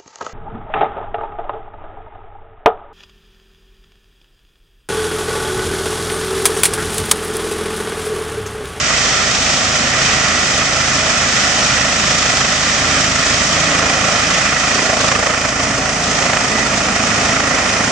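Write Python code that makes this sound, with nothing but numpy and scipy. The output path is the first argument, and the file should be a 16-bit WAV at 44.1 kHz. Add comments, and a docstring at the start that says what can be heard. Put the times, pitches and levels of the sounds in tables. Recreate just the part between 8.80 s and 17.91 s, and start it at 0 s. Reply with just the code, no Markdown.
"""A light twin-turbine helicopter stands in a meadow, rotor at full speed, house fronts behind it.
Each blade pushes a low thump and a swish of turbulence; at times the blades growl in their own wake
or slap and clatter through tip vortices. Exhausts rumble, turbines hiss and whine, the gearbox sings.
The ground reflection combs the rotor and jet noise; a small camera listens through two ports."""
import sys
import numpy as np
from scipy import signal
from scipy.fft import rfft, irfft, next_fast_len
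from scipy.io import wavfile
from scipy.ndimage import uniform_filter1d

SR = 44100
rng = np.random.default_rng(int(sys.argv[2]) if len(sys.argv) > 2 else 0)


def master(y):
    """Save y as 16-bit WAV."""
    cut = np.clip(np.atleast_2d(y).T, -1, 1)
    pcm = np.round(cut * 32767)  # scale
    wavfile.write(sys.argv[1], SR, pcm.astype(np.int16))


N = 401751
TIME_S = np.arange(N) / SR
FFT_SIZE = next_fast_len(N + 4096, real=True)
FREQ_HZ = np.arange(FFT_SIZE // 2 + 1) * SR / FFT_SIZE


def undb(db):
    """Decibels to gain."""
    return 10 ** (np.asarray(db) / 20)


def over_time(table, column=1):
    """One table column, interpolated linearly in time."""
    columns = np.transpose(table)
    return np.interp(TIME_S, columns[0], columns[column])


def over_freq(table):
    """A table interpolated on a log-frequency axis."""
    hz, value = np.transpose(table)
    return np.interp(np.log(FREQ_HZ + 1), np.log(hz), value)


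def filtered(x, response):
    """Apply a frequency response."""
    return irfft(rfft(x, FFT_SIZE) * response, FFT_SIZE)[..., :N]


def unit(x):
    """Scale to rms 1."""
    return x / np.sqrt(np.mean(x ** 2))


def walk(rate_hz):
    """Smooth random drift, rms 1."""
    knots = np.interp(TIME_S * rate_hz, np.arange(600), rng.standard_normal(600))
    return unit(uniform_filter1d(knots, int(SR / rate_hz / 2) + 1))


def noise_band(hz, width_hz):
    """A pitch smeared by rough flow into a band of noise, per port."""
    angle = 2 * np.pi * np.cumsum(hz) / SR
    a, b = filtered(rng.standard_normal((2, 2, N)), np.exp(-(2 * FREQ_HZ / width_hz) ** 2))
    return unit(a * np.cos(angle) + b * np.sin(angle))


def ground(lag_s=0.001603, strength=0.42, top_hz=6500):
    """Response of direct sound plus meadow reflection; grass absorbs the reflected treble."""
    reflected = strength / np.sqrt(1 + (FREQ_HZ / top_hz) ** 4)
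    return 1 + reflected * np.exp(-2j * np.pi * FREQ_HZ * lag_s)


# Port likeness after scattering by houses and bushes: (frequency [Hz], correlation [0-1])
PORT_CORRELATION = [(100, 0.91), (260, 0.99), (550, 0.63), (1200, 0.57), (2400, 0.45), (4000, 0.14),
                    (6000, 0.36), (7500, 0.56)]


def turbulence(spectrum, gate):
    """Gated eddy noise, rms 1: the direct part is ground-combed, the scattered part differs per port."""
    direct, *scattered = rng.standard_normal((3, N)) * gate
    alike = over_freq(PORT_CORRELATION)
    colour = undb(over_freq(spectrum))
    common = filtered(direct, colour * np.sqrt(alike) * ground())
    diffuse = filtered(np.array(scattered), colour * np.sqrt(1 - alike))
    return unit(common + diffuse)


# House-front echoes: (lag [s], gain [dB])
ECHOES = [(.019, -22), (.041, -18), (0.072, -13)]


def houses(x, drift_s=0.000491):
    """Add weak echoes; moving air shifts their lags, so ripples wander through the roar."""
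    out = x.copy()
    for lag_s, db in ECHOES:
        then_s = TIME_S - lag_s - drift_s * walk(1.5)
        out += undb(db) * np.array([np.interp(then_s, TIME_S, side, left=0) for side in x])
    return out


def machine_tone(hz, blur_hz):
    """A tone blurred by uneven running; it flutters separately at each port, less at low pitch."""
    angle = 2 * np.pi * np.cumsum(hz + blur_hz * walk(60)) / SR
    flutter = np.minimum(hz / 700, 1)
    ports = [undb(flutter * 2.5 * walk(6.9)) * np.sin(angle + flutter * 0.31 * walk(4.6))
             for _ in range(2)]
    return unit(np.array(ports))


# Shaft, gear and turbine tones: (starting pitch [Hz], level [dB], full-load change [dB], blur [Hz])
DRIVE_TONES = [(84.8, -40.5, -4, .5), (140.7, -39, -8, .5), (614, -41, -2, 2), (746, -39.5, -3, 2),
               (1250, -44, 4, 4), (1492, -40, -13, 2), (1950, -41, -1, 5), (2301, -43, -9, 2),
               (2457, -44, 1, 5), (3020, -42, -9, 5), (3380, -44, -9, 3), (5520, -40, -10, 45)]
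# Tone swells: (time [s], half length [s], tone [Hz], level of added part [dB])
TONE_SWELLS = [(.1, .2, 1950, -38), (.27, .3, 2301, -40), (.32, .05, 5520, -30), (1.4, .35, 1950, -34.5),
               (2.7, .3, 1492, -39), (2.78, .06, 3020, -32), (2.85, .1, 5520, -36), (3.58, .04, 5520, -31),
               (5.6, .3, 1950, -39), (7.76, .09, 1950, -28.7)]


def gearbox(speed_ratio, load):
    """Drive-train tones locked to rotor speed; levels shift with load, and some swell briefly."""
    out = 0
    for hz, db, load_db, blur_hz in DRIVE_TONES:
        swell = sum(undb(added_db) * np.exp(-((TIME_S - at_s) / half_s) ** 2)
                    for at_s, half_s, tone_hz, added_db in TONE_SWELLS if tone_hz == hz)
        out += (undb(db + load_db * load) + swell) * machine_tone(hz * speed_ratio, blur_hz)
    return out


def compressors(load, idle_hz=7700, rise_hz=1080, idle_db=-42, rise_db=0.7):
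    """Two compressors whine higher and louder with load; the second is faster and fainter."""
    hz = idle_hz + rise_hz * load
    first = noise_band(hz, width_hz=150)
    second = undb(-5) * noise_band(hz * 1.02, width_hz=300)
    return undb(idle_db + rise_db * load) * (first + second)


# Turbine hiss spectrum: (frequency [Hz], relative density [dB])
HISS_SPECTRUM = [(60, -59), (1500, -15.5), (3000, -0.5), (3400, -.5), (4100, -4), (4900, 0.5), (5500, 2.5),
                 (6300, 1), (7200, -3.5), (8000, -8.5), (8900, -15), (9500, -20), (10500, -40)]
# Hiss contour: (time [s], level [dB])
HISS_LEVEL = [(0.0, -20.5), (0.17, -20), (2.38, -21), (2.89, -20.5), (3.06, -21), (3.19, -20), (6.1, -22),
              (6.26, -20.5), (6.34, -23.5), (7.15, -24), (7.32, -22.5), (9.1, -23)]


def turbine_hiss(gate, beam_hz=3700, beam_width_hz=1150, beaming=0.76):
    """Jet noise; its lower band is beamed, so it fades faster than the rest as the hiss weakens."""
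    level_db = over_time(HISS_LEVEL) + 2.5
    hiss = turbulence(HISS_SPECTRUM, gate)
    beam = filtered(hiss, np.exp(-((FREQ_HZ - beam_hz) / beam_width_hz) ** 2))
    beam_gain = undb(beaming * (level_db - level_db.mean()))
    return undb(level_db) * (hiss - beam + beam * beam_gain)


# Exhaust spectrum: (frequency [Hz], relative density [dB])
EXHAUST_SPECTRUM = [(30, -7), (46, -9), (62, 0.5), (95, -5.5), (128, 6.5), (150, -5.5), (220, -18),
                    (600, -34), (1500, -58)]


def exhausts(gate, bass_db, load, trim_db=-7.5, load_db=-5.5):
    """Turbulent exhaust gas rumbles, weaker under load."""
    return undb(bass_db + trim_db + load_db * load) * turbulence(EXHAUST_SPECTRUM, gate)


def blade_gate(passes, depth, scatter_db, edge):
    """A swell as each blade sweeps towards the listener; passes vary in strength, rms stays near 1."""
    strength = undb(scatter_db * rng.standard_normal(400))[np.round(passes).astype(int)]
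    angle = 2 * np.pi * passes
    swell = np.exp(depth * (np.cos(angle) + edge * np.cos(2 * angle)) / 2)
    gate = swell * (1 + (strength - 1) * np.cos(angle / 2) ** 2)
    return gate / np.sqrt(uniform_filter1d(gate ** 2, size=SR // 4))


# Rotor wake spectrum: (frequency [Hz], relative density [dB])
WAKE_SPECTRUM = [(40, -42), (140, -10), (200, -1.5), (275, 1.5), (340, -12), (600, -22), (1500, -64)]


def rotor_wake(gate, bass_db, load, trim_db=-5, load_db=0.5):
    """Big eddies behind the blades make a low roar."""
    return undb(bass_db + trim_db + load_db * load) * turbulence(WAKE_SPECTRUM, gate)


# Downwash spectrum: (frequency [Hz], relative density [dB])
WASH_SPECTRUM = [(60, -28), (330, -4), (450, -7), (620, 0), (760, 0), (1000, -3), (1500, -9), (3000, -78)]
# Downwash contour: (time [s], level [dB])
WASH_LEVEL = [(0.0, -33), (0.12, -27), (0.91, -26), (4.03, -27), (5.37, -23.5), (5.8, -26.5), (6.16, -24),
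              (7.3, -26), (7.4, -23), (8.46, -24.5), (9.1, -22.5)]


def downwash(gate, trim_db=1.47, flutter_db=0.59):
    """Air driven down by the rotor rushes in the low mids."""
    flutter = undb(flutter_db * walk(12))
    return undb(over_time(WASH_LEVEL) + trim_db) * turbulence(WASH_SPECTRUM, gate * flutter)


# Blade swish spectrum: (frequency [Hz], relative density [dB])
SWISH_SPECTRUM = [(60, -51), (450, -17), (850, -16), (1150, -1), (1400, 3), (1650, -1), (2000, 2.5),
                  (2250, -0.5), (2600, -2), (3000, -6.5), (3700, -27), (7000, -64)]
# Swish contour: (time [s], level [dB])
SWISH_LEVEL = [(0.0, -19.5), (0.73, -20.5), (1.3, -17.8), (1.72, -19.5), (4.51, -19), (5.62, -18),
               (6.3, -21), (6.8, -21), (7.25, -23), (7.35, -21), (8.8, -19), (9.1, -20)]


def blade_swish(gate, air, trim_db=-0.38, flutter_db=0.5):
    """Turbulence on each blade, fluttering in moving air."""
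    return undb(over_time(SWISH_LEVEL) + trim_db + flutter_db * air) * turbulence(SWISH_SPECTRUM, gate)


# Growl band: (time [s], centre [Hz], level [dB])
GROWL_TRACK = [(5.75, 300, -60), (5.9, 340, -32), (6.03, 420, -28), (6.1, 560, -24.5), (6.15, 650, -23.5),
               (6.2, 460, -28), (6.3, 540, -32), (6.6, 620, -60)]


def blade_growl(passes):
    """The blades bite their own wake: a pulsed, throaty band of eddies, rising in pitch."""
    gate = blade_gate(passes, depth=1.6, scatter_db=0.5, edge=-0.35)
    eddies = noise_band(over_time(GROWL_TRACK), width_hz=380)[0]
    return undb(over_time(GROWL_TRACK, column=2)) * gate * eddies


# Clatter spectrum: (frequency [Hz], relative density [dB])
CLATTER_SPECTRUM = [(150, -14), (550, 0), (950, -3), (1250, 1), (2000, -4.5), (3400, -13), (10000, -60)]
# Clatter spells: (time [s], level [dB])
CLATTER_LEVEL = [(4.4, -60), (4.8, -31), (5.05, -25), (5.3, -33), (5.95, -29), (6.2, -21.5), (6.33, -19.5),
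                 (6.5, -21.5), (6.6, -30), (6.8, -60)]


def blade_clatter(passes, split_passes=0.22, width_passes=0.095):
    """Doubled beats: each blade cuts the tip vortex of the one before twice."""
    phase = (passes + 0.5) % 1 - 0.5
    gate = np.exp(-((np.abs(phase) - split_passes / 2) / width_passes) ** 2)
    return undb(over_time(CLATTER_LEVEL)) * turbulence(CLATTER_SPECTRUM, gate)


# Single vortex hits: (time [s], level [dB])
VORTEX_HITS = [(3.536, -17), (3.647, -17), (4.503, -18), (5.024, -18), (5.727, -17), (5.766, -18),
               (6.315, -17), (6.351, -14), (6.468, -16), (7.461, -18), (7.497, -16), (7.533, -11.5),
               (7.57, -11.5), (7.784, -17), (8.202, -17), (8.602, -13), (8.785, -14.5), (9.039, -17)]


def blade_slaps(length_s=0.004, band_hz=(500, 2800)):
    """A blade hits a tip vortex: a short crack."""
    out, age_s = np.zeros(N), TIME_S[:1500]
    bandpass = signal.butter(4, band_hz, "band", fs=SR, output="sos")
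    for at_s, db in VORTEX_HITS:
        burst = rng.standard_normal(len(age_s)) * np.exp(-(age_s / length_s) ** 4)
        crack = signal.sosfilt(bandpass, burst)
        rms = np.sqrt(np.sum(crack ** 2) / (length_s * SR))
        start = int(at_s * SR)
        out[start:start + len(crack)] += undb(db) * crack / rms
    return filtered(out, ground())


# Thump partial envelope: (frequency [Hz], level [dB], full-load change [dB])
THUMP_SPECTRUM = [(27, -19, -9), (54, -33, -1), (81, -38, 0), (108, -42.5, 7), (135, -35.2, -3),
                  (161, -35, -2.5), (215, -35, 5.5), (245, -31.5, 1.5), (290, -33.5, 1), (345, -43, -1),
                  (390, -36.5, -1), (430, -39, 1), (480, -44, 1), (700, -42, 0)]


def blade_thump(passes, start_hz, load, gust_db):
    """The blades' pressure pulse: partials shift in level with load; the higher ones waver in gusts."""
    out = np.zeros(N)
    hz, idle_db, load_db = np.transpose(THUMP_SPECTRUM)
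    for k in range(1, 27):
        partial_hz = k * start_hz
        loose = np.clip(0.19 * (k - 1.5), 0, 0.85)  # random share of the amplitude
        waver = np.sqrt(1 - loose ** 2) + loose * (walk(4) + 1j * walk(4)) / np.sqrt(2)
        db = np.interp(partial_hz, hz, idle_db) + np.interp(partial_hz, hz, load_db) * load
        out += undb(db + loose * gust_db) * np.real(waver * np.exp(2j * np.pi * k * passes))
    out *= 1 + 0.08 * np.cos(2 * np.pi * passes / 4)  # four slightly unequal blades
    return filtered(out, ground())


# Rotor speed: (time [s], blade-pass rate [Hz])
PASS_RATE = [(0, 26.81), (4, 26.79), (5.3, 27), (7, 27.18), (9.1, 27.19)]
# Engine load: (time [s], load [0-1])
ENGINE_LOAD = [(0, 0), (4.3, .16), (5.1, .37), (5.8, .36), (7, .54), (8, .78), (9.1, 1)]
# Blade chop: (time [s], depth [0-1])
CHOP_DEPTH = [(0, 0.2), (2.7, 0.26), (3.5, 0.68), (4.1, 0), (4.42, 0.66), (4.7, 0.2), (5, 0.53),
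              (5.8, 0.46), (6.38, 0.66), (6.75, 0.57), (7.25, 0.47), (7.5, 0.7), (7.8, 0.37), (8.1, 0.44),
              (8.6, 0.52), (9.1, 0.5)]
# Bass contour of exhausts, wake and thump: (time [s], level [dB])
BASS_LEVEL = [(0.0, -27), (3.57, -25.5), (3.83, -27.5), (4.11, -24), (5.19, -24.5), (5.83, -26.5),
              (6.24, -24.5), (6.56, -27.5), (6.89, -23), (7.12, -25), (8, -23), (9.1, -24)]


def scene():
    """Rotor, exhausts, turbines and gearbox in restless air as the engines take up load."""
    rate_hz = over_time(PASS_RATE)
    passes = 0.2 + np.cumsum(rate_hz) / SR
    load, chop, bass_db = over_time(ENGINE_LOAD), over_time(CHOP_DEPTH), over_time(BASS_LEVEL)
    air = walk(16)  # moving air flutters swish and hiss together
    sweep_gate = blade_gate(passes, 0.74 * chop, scatter_db=0.95, edge=0.1)
    eddy_gate = blade_gate(passes - 0.15, 0.55 * chop, scatter_db=0.7, edge=0.1)  # big eddies lag
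    jet_gate = blade_gate(passes, 0.4 * chop, scatter_db=1.0, edge=0.99)
    jet_gate *= undb(0.37 * air + 0.5 * walk(8))

    thump = blade_thump(passes, rate_hz[0], load, gust_db=bass_db - bass_db.mean())
    growl = blade_growl(passes)
    rotor_roar = rotor_wake(eddy_gate, bass_db, load) + downwash(sweep_gate) + blade_swish(sweep_gate, air)
    slaps = blade_slaps()
    engine_roar = exhausts(eddy_gate, bass_db, load) + turbine_hiss(jet_gate)
    gears = gearbox(rate_hz / rate_hz[0], load)
    beats = thump + growl + slaps + blade_clatter(passes)
    return beats + houses(rotor_roar + engine_roar) + compressors(load) + gears


# Port shading by the camera body: (frequency [Hz], left minus right [dB])
PORT_SHADING = [(600, -0.5), (1000, -3), (1400, -4), (1700, -8), (2500, -4.5), (3200, -2), (4050, 7.5),
                (4600, 0), (5000, 0), (5700, 0.5), (6300, -3.5), (7200, -6), (8200, -2)]


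def record(dry, left_lag_s=18e-6, low_cut_hz=57.3, ceiling=0.93, top_hz=10800):
    """The camera colours each port, hears the left late, cuts the bass, rounds peaks, cuts the top."""
    sides = np.array([[1], [-1]])
    shading = undb(sides * over_freq(PORT_SHADING) / 2)
    lag = np.exp(-1j * np.pi * sides * FREQ_HZ * left_lag_s)
    low_cut = 1 / np.sqrt(1 + (low_cut_hz / (FREQ_HZ + 1)) ** 10)
    heard = filtered(dry, shading * lag * low_cut)
    rounded = heard / (1 + np.abs(heard / ceiling) ** 8) ** (1 / 8)
    return filtered(rounded, 1 / np.sqrt(1 + (FREQ_HZ / top_hz) ** 120))


dry = scene()
out = record(dry)
master(out)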